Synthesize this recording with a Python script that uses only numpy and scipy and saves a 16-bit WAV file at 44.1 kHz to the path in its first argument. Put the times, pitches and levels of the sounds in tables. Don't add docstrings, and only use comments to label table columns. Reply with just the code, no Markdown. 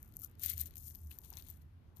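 import sys
import numpy as np
from scipy import signal
from scipy.fft import rfft, irfft
from scipy.io import wavfile
from scipy.ndimage import uniform_filter1d

SR = 44100
rng = np.random.default_rng(int(sys.argv[2]) if len(sys.argv) > 2 else 0)


def invert_db(level):
    return 10 ** (np.asarray(level, dtype=float) / 20)


def unload_wav(signal):
    wavfile.write(
        sys.argv[1],
        SR,
        np.round(np.clip(np.atleast_2d(signal).T, -1, 1) * 32767).astype(np.int16),
    )


N = 88200
T = np.arange(N) / SR
SIZE = 2 ** 17
HZ = np.maximum(np.arange(SIZE // 2 + 1) * SR / SIZE, 1)

# (frequency [Hz], level [dB])
RUMBLE_SPECTRUM = [(20, -22.5), (40, -4.5), (75, -3), (115, -6), (170, -14), (300, -20), (420, -30),
                   (1000, -63.5)]
# (frequency [Hz], level [dB])
HISS_SPECTRUM = [(200, -37), (700, -33), (1400, -36), (3000, -45.5), (4500, -51.5), (7800, -64.5),
                 (10000, -58.5), (14000, -53.5)]
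# (frequency [Hz], share [0-1])
PORT_LIKENESS = [(30, 0.83), (130, 0.86), (290, 0.55), (640, 0.16), (1400, 0.02)]
# (frequency [Hz], left minus right [dB])
AIR_BALANCE = [(380, -1), (700, 2.5), (1300, 5), (2400, 5), (5500, 4), (8000, 1)]
# (time [s], level [dB])
TRAFFIC_SWELL = [(0, 0), (.4, -0.5), (.5, 2.5), (.66, 3.5), (.76, -1), (1.25, -0.5), (1.4, 1.5), (1.62, -2),
                 (1.72, -4), (2.0, -1.5)]
# (start [s], end [s])
HISS_DIPS = [(.17, .27), (.76, 1.1), (1.19, 1.31)]
# (time [s], level [dB])
DRONE_LEVEL = [(0.0, -67), (0.06, -64), (0.09, -72.5), (0.431, -60.5), (0.44, -53), (0.66, -51),
               (0.75, -78), (0.78, -54), (0.98, -62), (1.07, -48), (1.14, -65.5), (1.54, -55.5),
               (1.97, -63), (2.0, -52.5)]
# (frequency [Hz], level [dB])
THUMP_SPECTRUM = [(150, -20), (280, 10), (550, -4), (930, 9), (1400, -3), (2000, -25)]
# (time [s], length [s], pitch [Hz], level [dB])
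STEM_CREAKS = [
    (.24, .022, 1340, -74),
    (.44, 0.0081, 1800, -60.5),
    (.458, 0.0057, 1700, -67),
    (0.5045, 0.04, 2160, -65.5),
    (.5, 0.027, 1330, -75.5),
    (0.628, 0.017, 1960, -73.5),
    (.615, 0.023, 2430, -74),
    (.612, .014, 4030, -61.5),
    (.61, 0.0072, 9240, -48.5),
    (1.114, 0.0052, 2740, -63),
]
# (start [s], strongest [s], end [s], level [dB], low crunch re level [dB])
HAND_PULLS = [(-.03, 0.0026, 0.28, -72, -22), (0.15, 0.17, 0.18, -62, -32), (0.198, .24, 0.27, -52.5, -23),
              (0.273, 0.33, 0.4, -88, -3), (0.399, 0.44, .49, -44.5, -13.5),
              (0.449, 0.5, 0.55, -43.5, -10.5), (0.566, 0.61, 0.64, -44.5, -14.5),
              (0.657, 0.67, 0.69, -55, -14.5), (0.694, 0.743, 0.74, -78, 3.5),
              (0.751, 0.78, 0.81, -56.5, -25), (0.767, 0.88, 0.94, -53.5, -26.5),
              (0.9, 0.95, 1.566, -68.5, -21), (1.109, 1.107, 1.158, -58, -10),
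              (1.229, 1.239, 1.334, -61.5, -10.5), (1.311, 1.4, 1.415, -61.5, -4),
              (1.376, 1.48, 1.477, -65.5, -8.5), (1.477, 1.49, 1.581, -62.5, -12),
              (1.6, 1.62, 1.64, -76.5, -3.5), (1.955, 1.967, 2.03, -66, -15.5)]
# (time [s], peak [dB], low ring re peak [dB], low ring pitch [Hz])
ROOT_SNAPS = [(0.0284, -33.5, -33, 5400), (0.1381, -50.5, -4, 6600), (0.1397, -53, 2, 6700),
              (0.1677, -24.5, -24.5, 7200), (0.1914, -37, -22, 6800.0), (0.1978, -37, -17, 6500),
              (0.2367, -32, -22, 5670), (0.2466, -27.5, -18, 6960), (0.3132, -51.5, -10, 6940),
              (0.3957, -33, -11, 6230), (0.419, -34, -24, 5800), (0.4356, -21, -15, 6860),
              (0.4373, -28, -5, 5700), (0.4606, -12, -22, 3160), (0.4736, -32, -14, 6800),
              (0.5363, -28, -23, 4390.0), (0.574, -32, -9, 3620.0), (0.579, -24, -7, 6890.0),
              (0.5976, -24, -17, 6100), (0.6132, -18, -33, 6650), (0.6351, -33, -27, 1640.0),
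              (0.658, -30.5, -6, 6700), (0.6617, -35, -6, 6500), (0.7083, -42.5, -4, 6000),
              (0.7379, -54, 8, 4240), (0.7561, -34, -8, 6770), (0.7577, -41, -6, 7140),
              (0.7686, -35, -4, 6620), (0.8903, -45, -16, 7100), (0.9079, -37.5, -1.5, 7000),
              (0.9499, -34.5, -8, 4780), (0.9554, -34.5, -11, 7000), (1.0478, -48, -16, 7020.0),
              (1.071, -43, -10, 6070.0), (1.1143, -34.5, -8.5, 2670.0), (1.1324, -56, -12, 6590.0),
              (1.187, -30, -19, 6800), (1.1903, -44, -16, 1460.0), (1.2163, -45, -6, 6600),
              (1.3028, -31, -25, 5600), (1.3369, -45.5, 12.5, 5330), (1.3554, -40.5, -15, 3960),
              (1.3703, -32.5, 2.5, 6500.0), (1.3761, -41, 2, 4160), (1.3859, -34, -20, 2280.0),
              (1.4118, -40, -15, 4220.0), (1.4855, -34, -14, 6800), (1.5008, -33, -27, 6260),
              (1.5034, -34.5, -26.5, 6600), (1.9697, -42, -11, 6850.0)]
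# (time [s], peak [dB], low ring re peak [dB])
MORE_SNAPS = [(0.0477, -51, -22), (0.0592, -50, -18), (0.0791, -50.5, -6), (0.0895, -49.5, -28),
              (0.123, -51, -6), (0.1547, -52, -11), (0.209, -40.5, -17), (0.2184, -31.5, -16),
              (0.26, -38.5, -10), (0.3531, -54.5, -1), (0.4172, -35, -17), (0.425, -35, -10),
              (0.4405, -28, -15), (0.4489, -24, -6), (0.4534, -34, -19), (0.4965, -28, -19),
              (0.498, -21.5, -19), (0.5003, -22, -25), (0.5017, -25, -21), (0.5181, -31, -4),
              (0.521, -37, -24), (0.5316, -32, -17), (0.6076, -32, -12), (0.6103, -26.5, -14),
              (0.6641, -40, -11), (0.7875, -44, -21), (0.7986, -43, -15), (0.8048, -46, -5),
              (0.8248, -40.5, -12), (0.8338, -41, -11), (0.863, -38, -11.5), (0.871, -35, -23),
              (0.877, -44, -9), (0.8807, -40, -11), (0.8829, -41, -18), (0.901, -40, -15),
              (0.9427, -45, -8), (0.9772, -50, -14), (0.9878, -48, -10), (1.0332, -50, -9),
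              (1.097, -54, -14), (1.1447, -48, -11), (1.154, -52, -5), (1.1607, -53, -12),
              (1.1689, -49, -7), (1.2364, -50, -3), (1.3053, -42, -21), (1.3283, -40, -3),
              (1.4235, -39, -1), (1.4678, -54, -18), (1.511, -37.5, -23), (1.5714, -51, -22),
              (1.6176, -52.5, -12), (1.964, -56, -10), (1.983, -46.5, -19)]
# (lowest [Hz], highest [Hz])
MORE_SNAP_RING_HZ = [4200, 7000]
FRAGMENT_HZ = [2000, 2800, 3860, 6500, 10100, 10870, 13300]
# (frequency [Hz], level [dB])
CRACK_SPECTRUM = [(2500, -55.5), (4500, -24.5), (6700, -13.5), (8000, -18), (9300, -12.5), (11000, -11.5),
                  (13300, -3.5), (14500, -7)]
# (frequency [Hz], level [dB])
CRUNCH_SPECTRUM = [(1100, -37), (1500, -6.5), (2000, -6), (3000, -1), (4200, 3.5), (5200, -10.5),
                   (6500, -4.5), (9000, -25.5)]
# (frequency [Hz], gain [dB])
TOP_ROLL_OFF = [(14400, 0), (14800, -26), (15700, -45), (16200, -70)]
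# (frequency [Hz], gain [dB])
SNAP_ROLL_OFF = [(14300, 0), (16000, -30)]
# (frequency [Hz], gain [dB])
BODY_SHADE = [(700, -6), (1300, -15), (2400, -22), (4400, -38), (7500, -50), (10000, -40), (12500, -31),
              (15000, -42)]


def read(table):
    hz, value = np.transpose(table)
    return np.interp(np.log(HZ), np.log(hz), value)


def colour(x, db):
    cepstrum = irfft(db * np.log(10) / 20)
    cepstrum[1:SIZE // 2] *= 2
    cepstrum[SIZE // 2 + 1:] = 0
    return irfft(rfft(x, SIZE) * np.exp(rfft(cepstrum)))[:N]


def unit(db):
    return db - 10 * np.log10(np.mean(invert_db(db) ** 2))


def walk(rate_hz):
    hold = int(SR / rate_hz)
    steps = np.repeat(rng.standard_normal(N // hold + 1), hold)
    level = uniform_filter1d(steps, hold)[:N]
    return level / level.std()


def fade(t, t60_s):
    return (t >= 0) * np.exp(-np.log(1000) * np.maximum(t, 0) / t60_s)


def bump(centre_s, length_s):
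    return np.exp(-((T - centre_s) / length_s) ** 2)


def uniform_rms(x):
    return x / np.sqrt(uniform_filter1d(x ** 2, size=1500))


def outdoors():
    level_db, dip_db = -58.5, -6
    like = read(PORT_LIKENESS)
    spectrum = (invert_db(read(RUMBLE_SPECTRUM)) + invert_db(read(HISS_SPECTRUM))) * invert_db(read(TOP_ROLL_OFF))
    mid = rfft(rng.standard_normal(SIZE)) * spectrum
    side = rfft(rng.standard_normal(SIZE)) * spectrum
    pair = mid * np.sqrt(1 + like) + side * np.sqrt(1 - like) * np.array([[1], [-1]])
    pair = pair * invert_db(read(AIR_BALANCE) * np.array([[0.5], [-0.5]]))
    swell = np.interp(T, *np.transpose(TRAFFIC_SWELL))
    dipped = sum((T > start) * (T < end) * 1.0 for start, end in HISS_DIPS)
    dip = uniform_filter1d(dip_db * dipped, size=600)
    octave = np.clip(np.log2(HZ / 30), 0, 9)
    out = 0
    for k in range(10):
        share = np.clip(1 - np.abs(octave - k), 0, 1)
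        drift = 1.2 * walk(3.0) + 1.2 * walk(12.0)
        drift = drift + (k < 5) * swell + (k in (6, 7)) * dip
        out = out + irfft(pair * share)[:, :N] * invert_db(drift)
    return out * invert_db(level_db) / out.std()


def drone():
    pitch_hz, wander_hz, throb_db = 78, 4, 2.2
    phase = 2 * np.pi * np.cumsum(pitch_hz + wander_hz * walk(14.0)) / SR
    level_db = np.interp(T, *np.transpose(DRONE_LEVEL)) + throb_db * walk(30.02)
    return np.sqrt(2) * invert_db(level_db) * np.sin(phase)


def insect():
    start_s, length_s, pitch_hz, level_db = 1.89, 0.045, 6330, -90
    return invert_db(level_db + 2 * walk(60.0)) * bump(start_s, length_s) * np.sin(2 * np.pi * pitch_hz * T)


def set_down():
    thump_s, thump_db, thump_t60_s = 1.322, -63, 0.04
    rub_s, rub_length_s, rub_db = 1.33, 0.2, -79
    thump = invert_db(thump_db) * fade(T - thump_s, thump_t60_s)
    rub = invert_db(rub_db + 4.8 * walk(24.52)) * bump(rub_s, rub_length_s)
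    return colour((thump + rub) * rng.standard_normal(N), unit(read(THUMP_SPECTRUM)))


def creaks():
    width = 0.12
    out = 0
    for s, length_s, hz, db in STEM_CREAKS:
        band = np.exp(-((HZ / hz - 1) / width) ** 2)
        tone = irfft(rfft(rng.standard_normal(N), SIZE) * band)[:N]
        out = out + invert_db(db) * bump(s, length_s) * uniform_rms(tone)
    return out


def grains():
    grains_per_s, spread_db, cap_db = 1500, 2, 7
    bunch_db, bunch_per_s, fizz_db = 4.5, 330, -11
    hit = rng.random(N) < grains_per_s / SR
    size_db = np.minimum(spread_db * rng.exponential(size=N), cap_db)
    g = hit * rng.uniform(-0.88, 1, N) * invert_db(size_db)
    g = g / g.std() + invert_db(fizz_db) * rng.standard_normal(N)
    return uniform_rms(g * invert_db(bunch_db * walk(bunch_per_s)))


def patchy(env, db):
    own_share = 0.65
    common, out = grains(), 0
    for k in range(len(FRAGMENT_HZ)):
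        g = np.sqrt(1 - own_share) * common + np.sqrt(own_share) * grains()
        band = np.interp(HZ, FRAGMENT_HZ, np.arange(len(FRAGMENT_HZ)) == k)
        out = out + rfft(env * g, SIZE) * np.sqrt(band)
    return colour(irfft(out)[:N], db)


def crackle():
    edge_db, silent_db = -18.5, -90
    high, low = np.zeros(N), np.zeros(N)
    for start, peak, end, db, low_db in HAND_PULLS:
        times = [start - 0.06, start, peak, end, end + 0.19]
        env = invert_db(db + np.interp(T, times, [silent_db, edge_db, 0, edge_db, silent_db]))
        high = high + env
        low = low + env * invert_db(low_db)
    bright = unit(read(CRACK_SPECTRUM) + read(TOP_ROLL_OFF))
    return patchy(high, bright) + patchy(low, unit(read(CRUNCH_SPECTRUM)))


def snaps():
    length = 900
    rise_s, burst_t60_s, burst_db = 0.0004, 0.0034, -2
    port_hz, port_db = 13300, -2
    ring_t60_s, ring_tone, ring_noise = 0.0045, 0.35, 2.4
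    u = T[:length]
    rise = 1 - np.exp(-(u / rise_s) ** 2)
    burst_env, ring_env = rise * fade(u, burst_t60_s), rise * fade(u, ring_t60_s)
    high, ring = np.zeros(N + length), np.zeros(N + length)
    rows = list(ROOT_SNAPS) + [(*tick, rng.uniform(*MORE_SNAP_RING_HZ)) for tick in MORE_SNAPS]
    for s, db, low_db, hz in rows:
        i = int(s * SR)
        b = rng.uniform(-1, 1, length)
        b = np.sign(b) * np.sqrt(np.abs(b))
        detune = 1 + 0.067 * b[0]
        port = invert_db(port_db) * np.sin(2 * np.pi * port_hz * detune * u)
        high[i:i + length] += invert_db(db + burst_db) * (b + port) * burst_env
        rough = ring_tone + ring_noise * uniform_filter1d(b[::-1], size=6)
        ring[i:i + length] += invert_db(db + low_db) * ring_env * np.sin(2 * np.pi * hz * u) * rough
    sharp = unit(read(CRACK_SPECTRUM) + read(SNAP_ROLL_OFF))
    stem = np.minimum(read(CRUNCH_SPECTRUM) + 8, 0)
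    return colour(high[:N], sharp) + colour(ring[:N], stem)


def scene():
    floor = outdoors() + drone()
    near = insect() + 2 * (set_down() + creaks() + crackle() + snaps())
    return np.array([near, colour(near, read(BODY_SHADE))]) + floor


def low_pass(x):
    return signal.sosfilt(signal.butter(12, 15780, fs=SR, output="sos"), x)


def record(dry):
    return low_pass(dry)


dry = scene()
out = record(dry)
unload_wav(out)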